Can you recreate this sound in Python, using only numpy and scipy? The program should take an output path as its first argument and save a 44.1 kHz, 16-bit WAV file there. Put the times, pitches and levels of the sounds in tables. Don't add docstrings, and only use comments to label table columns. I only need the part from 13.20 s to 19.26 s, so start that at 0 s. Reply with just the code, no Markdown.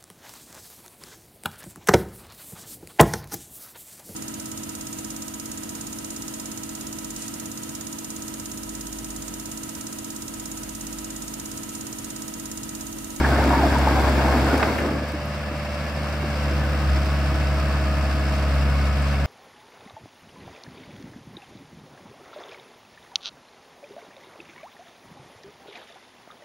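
import sys
import numpy as np
from scipy import signal
from scipy.fft import rfft, irfft, next_fast_len
from scipy.io import wavfile
from scipy.ndimage import map_coordinates

SR = 44100
rng = np.random.default_rng(int(sys.argv[2]) if len(sys.argv) > 2 else 0)


def digitize_waveform(pressure):
    field = np.atleast_2d(pressure).T
    bounded = np.clip(field, -1, 1)
    quanta = np.round(bounded * 32767).astype(np.int16)
    wavfile.write(sys.argv[1], SR, quanta)


N = 267246


# (multiple of shaft rate, level running light [dB], level under load [dB])
SHAFT_TONES = [(3, -57, -44.5), (3.5, -56, -53), (5, -58, -55), (5.5, -41, -44), (6, -42, -37),
               (6.5, -55, -51), (7, -54, -48), (8, -59, -43), (12, -59, -54), (14, -45, -47),
               (16, -45.5, -47.3), (18.5, -52, -53), (19, -57, -51), (19.5, -49.5, -57), (20, -61, -50.5),
               (20.5, -57, -51), (25, -63, -57), (31.5, -60, -55), (36, -58, -53), (38, -66, -50.5),
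               (41.5, -66, -55), (42.5, -63, -50), (45, -62, -54)]
# (pitch [Hz], width [Hz], boost [dB])
SINGING_PANELS = [(502, 9, 7), (579, 28, 10)]


def tones(turns, load, firing_hz, boom_db, drone_db, pump_db, octave_db, whine_db):
    levels = {order: light + load * (loaded - light) for order, light, loaded in SHAFT_TONES}
    levels[4], levels[9], levels[18], levels[63] = drone_db, pump_db, octave_db, whine_db
    uneven_db = (0.76 - 0.5 * load) * walk(40)
    out = undb(boom_db + uneven_db) * np.sin(2 * np.pi * 2 * turns)
    for order, level_db in levels.items():
        tone_hz = order * firing_hz / 2
        ring_db = sum(boost / (1 + (2 * (tone_hz - hz) / width) ** 2) for hz, width, boost in SINGING_PANELS)
        waver_db = 1.2 * walk(14)
        flutter = (0.04 + 0.004 * order) * walk(40)
        phase = 2 * np.pi * (order * turns + rng.random()) + flutter
        out = out + undb(level_db + ring_db + waver_db) * np.sin(phase)
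    out = np.sqrt(2) * out
    side = undb(-20) * np.roll(out, 780)
    return np.array([out + side, out - side])


# (frequency [Hz], relative level [dB per Hz])
GAS_COLOUR = [(20, -28), (45, -6), (75, -2), (125, 4), (175, -1), (240, -0.5), (300, -4), (420, -6.5),
              (700, -40.5)]
# (frequency [Hz], relative level [dB per Hz])
BLOCK_COLOUR = [(250, -31), (420, -8), (530, 2), (680, 0.5), (830, -4), (980, -1.5), (1150, -2), (1450, -4),
                (1700, -5), (1950, -6.5), (2250, -6.5), (2750, -7.5), (3100, -19), (5000, -62)]
# (frequency [Hz], relative level [dB per Hz])
INJECTOR_COLOUR = [(2000, -42), (3100, -2), (4050, -3), (4600, 1), (5250, 2), (5650, -5), (6100, -6),
                   (6650, -17.5), (7200, -8.5), (8000, -10), (8800, -15.5), (10300, -15.5), (11200, -20),
                   (12100, -16.5), (13300, -21), (15700, -24)]


def clatter(turns, load, repeat=0.46, knock_depth=0.041, gas_depth=0.51):
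    pattern = rng.standard_normal((2, 2400))
    place = (turns / 2 % 1) * pattern.shape[1]
    valves = np.array([map_coordinates(p, [place], order=1, mode="wrap") for p in pattern])
    rattle = repeat * unit(valves) + np.sqrt(1 - repeat ** 2) * noise()

    firings = 2 * turns
    strength_db = 0.7 * rng.standard_normal(1024)[firings.astype(int)]
    block = radiate(rattle * gate(firings, knock_depth) * undb(strength_db), BLOCK_COLOUR)
    tick_depth = 0.04 + 0.12 * load
    hiss_and_clicks = noise() + 0.42 * grains(4000, 1.4)
    ticks = radiate(hiss_and_clicks * gate(firings, tick_depth) * undb(0.89 * strength_db), INJECTOR_COLOUR)
    gas = radiate(noise() * gate(firings, gas_depth), GAS_COLOUR)

    block = block * undb(-36 + 2.57 * load)
    ticks = ticks * undb(-47.0 + 3.02 * load + 0.58 * walk(30))
    gas = gas * undb(-38.5 + 2.44 * load)
    return block + ticks + gas


def gate(cycles, depth):
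    swell = np.sin(2 * np.pi * cycles) + np.sin(4 * np.pi * cycles) / 4
    return unit(1 + depth * swell)


HOLLOW_HZ, HOLLOW_WIDTH_HZ = 150.5, 2.2
HOLLOW_DB, HOLLOW_RISE_DB = -44.5, 3.5
BUZZ_DB, BUZZ_RISE_DB, BUZZ_SPREAD_DB, BUZZ_RATE = -55, 4, 4, 22
# (pitch [Hz], level relative to the base [dB])
LOOSE_COVERS = [(1110, 1.5), (1245, 2.5), (1335, -3), (1490, -0.5), (1650, -1), (1740, 1.5), (2220, -7)]


def resonances(load, stray_hz=16):
    hollow_db = HOLLOW_DB + HOLLOW_RISE_DB * load + 1.5 * walk(5)
    out = waver(HOLLOW_HZ, HOLLOW_WIDTH_HZ, 12) * undb(hollow_db)
    for hz, relative_db in LOOSE_COVERS:
        fits_db = BUZZ_SPREAD_DB * np.minimum(walk(BUZZ_RATE), 2)
        buzz = waver(hz, stray_hz, 60) * undb(BUZZ_DB + relative_db + BUZZ_RISE_DB * load + fits_db)
        sides = 1 + 0.21 * rng.standard_normal() * np.array([1, -1])
        out = out + np.outer(sides, buzz)
    return out


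# (start [s], glide [s], load [1 = normal work], silencer drone [dB], nine-piston pump tone [dB],
#  its octave [dB], its high whine [dB])
VALVE_MOVES = [(-1, .5, 1.2, -32.5, -42, -43, -70), (1.2, .3, .34, -41, -47, -47, -70),
               (1.6, .3, 0, -38.5, -58, -58, -70), (2.42, .4, .4, -35, -53, -56, -70),
               (3.06, .28, .97, -31.5, -40, -48, -66), (3.63, .08, 1.42, -33, -42, -43, -64),
               (3.74, .09, 1.14, -32.2, -40.7, -40.5, -64), (5.22, .17, 1.35, -29.7, -47, -47, -49.5),
               (5.55, .4, 1.17, -29.7, -50, -48, -53)]


def hydraulics():
    state = np.outer(VALVE_MOVES[0][2:], np.ones(N))
    for start_s, glide_s, *working in VALVE_MOVES[1:]:
        target = np.array(working)[:, None]
        state = state + (target - state) * ramp(start_s, glide_s)
    return state


STOP_S, BRAKE_S = 1.796, 0.37
SHOE_RATE, SHOE_BITE_S, SURGE_DB = 2.87, 0.35, 0.5
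RUMBLE_DB, SCRAPE_DB, GRIT_DB = -28, -25.5, -40.5
GROAN_S, GROAN_RISE_S, GROAN_DB = 1.106, 0.29, -29
# (frequency [Hz], relative level [dB per Hz])
FRAME_COLOUR = [(25, -43), (55, 7), (110, 10), (175, -2.5), (245, 15), (300, 11), (380, 6), (600, -38)]
# (frequency [Hz], relative level [dB per Hz])
SHOE_COLOUR = [(250, -21.5), (420, -2.5), (620, 0.5), (900, -0.5), (1080, -6), (1300, -8.5), (1580, -6.5),
               (1950, -13.5), (2200, -12), (2700, -21.5), (3100, -30), (5000, -50)]
# (frequency [Hz], relative level [dB per Hz])
GRIT_COLOUR = [(2000, -5), (3500, -0.5), (4050, -2.5), (4500, 3), (5200, 0), (5800, -5), (6650, -10.5),
               (7300, -4.5), (8000, -6.5), (8800, -16.5), (10300, -11), (12200, -11), (13200, -17),
               (15500, -12)]
# (frequency [Hz], relative level [dB per Hz])
GROAN_COLOUR = [(200, -45), (420, 1.5), (560, -3), (750, -6), (1000, -30), (2500, -80)]


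def tracks(rumble_power=0.24, scrape_power=0.72, grit_power=0.9):
    speed = 1 - ramp(STOP_S - BRAKE_S, BRAKE_S)
    t = np.arange(N) / SR
    surge_db = SURGE_DB * np.cos(2 * np.pi * SHOE_RATE * (t - SHOE_BITE_S))
    jerks = walk(60.5)
    stones = noise() + 0.7 * grains(2500, 3.2)
    frames = radiate(grains(4000, 1.2), FRAME_COLOUR) * undb(RUMBLE_DB + surge_db + 0.72 * jerks)
    shoes = radiate(grains(6000, 1.4), SHOE_COLOUR) * undb(SCRAPE_DB + surge_db + jerks)
    grit = radiate(stones, GRIT_COLOUR) * undb(GRIT_DB + 0.5 * jerks)
    groan = radiate(grains(3000, 1.6), GROAN_COLOUR) * undb(GROAN_DB + jerks) * ramp(GROAN_S, GROAN_RISE_S)
    return frames * speed ** rumble_power + (shoes + groan) * speed ** scrape_power + grit * speed ** grit_power


# (time [s], length [s], level before chatter [dB], first pitch [Hz], last pitch [Hz])
SHOE_SQUEALS = [(0.039, 0.025, -26.5, 1620, 1573), (0.105, 0.068, -27, 1600, 1535),
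                (0.214, .03, -30, 1500, 1610), (0.306, 0.069, -25, 1040, 792),
                (0.385, 0.074, -22.5, 980, 607), (.548, 0.022, -25.5, 950, 930),
                (0.668, 0.024, -23, 870, 910), (0.753, 0.035, -29, 750, 803), (0.822, 0.044, -28, 960, 880),
                (1.041, 0.065, -28, 740, 854), (1.293, 0.055, -29.5, 1580, 1377)]


def squeals(rough=0.0816, chatter_db=3):
    out = np.zeros(N)
    for start_s, length_s, level_db, first_hz, last_hz in SHOE_SQUEALS:
        along = ramp(start_s, length_s)
        hz = first_hz + (last_hz - first_hz) * along
        swell = np.sqrt(4 * along * (1 - along))
        out += undb(level_db) * swell * waver(hz, rough * hz, 700)
    return out * unit(undb(chatter_db * walk(200)))


# (time [s], level relative to the common trim [dB])
JOINT_KNOCKS = [(.008, -14), (.122, -14.5), (.261, -15), (.294, -16.5), (.369, -13), (0.428, -13),
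                (.456, -16), (.71, -15), (.979, -16), (1.057, -18), (1.148, -16.5), (1.23, -17),
                (1.33, -15.5), (1.634, -14.5), (1.657, -16), (1.711, -17), (1.816, -23), (1.936, -23),
                (2.311, -23), (3.037, -21.5), (3.311, -23), (3.758, -27), (4.123, -26), (5.45, -26)]
# (mean pitch [Hz], relative level [dB], 60 dB decay [s])
STEEL_MODES = [(251, -5.5, 0.14), (282.2, -0.5, 0.14), (324.4, 0.5, 0.11), (370, -6.5, 0.061),
               (487, -6, 0.064)]
# (time [s], peak level [dB], lower edge [Hz], upper edge [Hz], decay constant [s])
STONE_CRACKS = [(.143, -35, 5500, 9000, .004), (.256, -35, 5500, 9500, .006),
                (.584, -32, 5000, 11000, .005), (1.378, -30, 4500, 13000, .005),
                (1.578, -35, 6000, 15000, .014), (1.603, -36, 5500, 12500, .005),
                (1.887, -40, 7000, 14000, .005), (1.919, -39, 7000, 15000, .004),
                (2.056, -41, 10000, 14000, .004), (3.698, -39, 5500, 9000, .004),
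                (3.855, -42, 7000, 15000, .006), (5.822, -35, 4500, 9500, .006)]
# (time [s], peak level [dB], lower edge [Hz], upper edge [Hz], decay constant [s])
SHOE_CLACKS = [(.305, -13.5, 600, 1170, 0.052), (.443, -17, 523, 890, .02), (.765, -17, 560, 950, 0.02),
               (1.078, -17, 500, 1100, 0.033), (1.35, -25, 1510, 2400, 0.023),
               (1.428, -9.5, 450, 2100, .006), (1.583, -19.5, 450, 2390, .018), (1.68, -25, 430, 1400, .02),
               (1.749, -24, 420, 654, 0.016), (1.82, -24.5, 480, 700, .025)]


def blows(knock_trim_db=-1, contact_s=0.0028):
    out = np.zeros((2, N + SR))
    t = np.arange(SR // 4) / SR
    for start_s, level_db in JOINT_KNOCKS:
        ring = np.zeros(len(t))
        for hz, mode_db, t60 in STEEL_MODES:
            struck_hz = hz * (1 + 0.026 * rng.standard_normal())
            decay = np.exp(-np.log(1000) * t / t60)
            ring += undb(mode_db) * decay * np.sin(2 * np.pi * struck_hz * t)
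        ring = ring * (1 - np.exp(-t / contact_s))
        first = int(start_s * SR)
        out[:, first:first + len(t)] += undb(level_db + knock_trim_db) * ring / abs(ring).max()
    for start_s, peak_db, low_hz, high_hz, decay_s in list(STONE_CRACKS) + list(SHOE_CLACKS):
        band = signal.butter(3, [low_hz, high_hz], "band", fs=SR, output="sos")
        burst = rng.standard_normal((2, len(t))) * np.exp(-t / decay_s)
        mid, side = signal.sosfilt(band, burst)
        pair = mid + np.outer([0.35, -0.35], side)
        first = int(start_s * SR)
        out[:, first:first + len(t)] += undb(peak_db) * pair / abs(mid).max()
    return out[:, :N]


# (time [s], mean pitch [Hz], level [dB])
TURBO_WHISTLE = [(0, 15700, -70), (1.8, 15350, -67), (2.2, 14950, -65), (2.6, 14700, -66), (3, 14480, -64),
                 (3.3, 14720, -63), (3.55, 15050, -59.5), (3.7, 15320, -61.5), (4, 15600, -68),
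                 (6.06, 15700, -73)]


def turbo():
    hz, level_db = curves(TURBO_WHISTLE)
    return undb(level_db) * np.array([waver(hz, 160, 650) for _ in range(2)])


# (pitch [Hz], width [Hz], boost [dB])
RINGING_COVERS = [(1230, 41, 2), (1560, 75, 2), (1690, 37, 4), (2197, 59, 4), (3470, 27, 6.5),
                  (3810, 47, 4.5)]
# (frequency [Hz], side minus mid [dB])
STEREO_WIDTH = [(70, -47), (250, -10), (600, -14), (1200, -7), (2200, -7), (3300, 3), (5000, -7),
                (6700, 1.5), (8500, -3), (12000, 2.5)]
# (frequency [Hz], left minus right [dB])
STEREO_LEAN = [(600, 0.5), (1500, 2), (2700, 1.5), (3700, -3.5), (4900, -4.5), (6400, 4), (7500, -2.5),
               (10200, 5), (11700, -2), (14000, 1)]


def radiate(pair, points):
    gain = response(points)
    hz = np.linspace(0, SR / 2, len(gain))
    modes = rng.standard_normal(256)
    small_db = 1.1 * np.interp(hz, 2400 + 80 * np.arange(len(modes)), modes, left=0)
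    covers_db = sum(boost / (1 + (2 * (hz - f) / width) ** 2) for f, width, boost in RINGING_COVERS)
    direct, scattered = unit(colour(pair, gain * undb(small_db + covers_db)))
    side = colour(scattered, response(STEREO_WIDTH))
    lean = np.sqrt(response(STEREO_LEAN))
    return np.array([colour(direct + side, lean), colour(direct - side, 1 / lean)])


def undb(db):
    return 10 ** (np.asarray(db) / 20)


def unit(x):
    return x / np.sqrt(np.mean(x ** 2))


def curves(table):
    s, *columns = np.transpose(table)
    return [np.interp(np.arange(N) / SR, s, c) for c in columns]


def response(points):
    hz, db = np.transpose(points)
    bins = np.linspace(0, SR / 2, next_fast_len(N, True) // 2 + 1)
    return undb(np.interp(np.log(bins + 1), np.log(hz), db))


def colour(x, gain):
    size = next_fast_len(N, True)
    return irfft(rfft(x, size) * gain, size)[..., :N]


def noise():
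    return rng.standard_normal((2, N))


def walk(rate):
    steps = rng.standard_normal(4096)
    return unit(map_coordinates(steps, [np.arange(N) / SR * rate], order=1, mode="wrap"))


def grains(rate, spread_db):
    hit = rng.random((2, N)) < rate / SR
    size_db = spread_db * np.minimum(rng.exponential(size=(2, N)), 5)
    return unit(hit * noise() * undb(size_db))


def waver(hz, width_hz, rate):
    cycles = np.cumsum(hz + width_hz * walk(rate)) / SR
    return np.sqrt(2) * np.sin(2 * np.pi * (cycles + rng.random()))


def ramp(start_s, length_s):
    return np.clip((np.arange(N) / SR - start_s) / length_s, 0, 1)


def lag(x, settle_s):
    keep = np.exp(-1 / (settle_s * SR))
    return x[0] + signal.lfilter([1 - keep], [1, -keep], x - x[0])


GOVERNOR_S, FUEL_PER_HZ = 0.27, 0.092
BOOM_IDLE_DB, BOOM_RISE_DB = -32.5, 9
CLATTER_FULL_FUEL = 0.67
# (time [s], firing rate [Hz])
ENGINE_SPEED = [(0, 68.3), (.21, 69.1), (.33, 67.6), (.45, 69.1), (.7, 68.3), (1.22, 68.4), (1.48, 72.9),
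                (1.65, 72.2), (1.77, 73.65), (3.06, 73.6), (3.24, 71.8), (3.63, 71.3), (3.71, 69.1),
                (3.82, 70.8), (4.05, 70.45), (5.18, 70.3), (5.38, 69.1), (6.06, 70.3)]


def scene():
    firing_hz, = curves(ENGINE_SPEED)
    turns = np.cumsum(firing_hz / 2) / SR
    demand, drone_db, pump_db, octave_db, whine_db = hydraulics()
    sag_hz = np.maximum(lag(firing_hz, GOVERNOR_S) - firing_hz, 0)
    fuel = demand + FUEL_PER_HZ * sag_hz
    load = np.clip(fuel / CLATTER_FULL_FUEL, 0, 1)
    boom_db = BOOM_IDLE_DB + BOOM_RISE_DB * fuel
    engine = tones(turns, load, firing_hz, boom_db, drone_db, pump_db, octave_db, whine_db)
    engine = engine + clatter(turns, load) + resonances(load)
    return engine + tracks() + squeals() + blows() + turbo()


def record(dry):
    top_hz = 15750
    return signal.sosfilt(signal.ellip(14, 0.2, 80, top_hz, fs=SR, output="sos"), dry)


dry = scene()
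out = record(dry)
digitize_waveform(out)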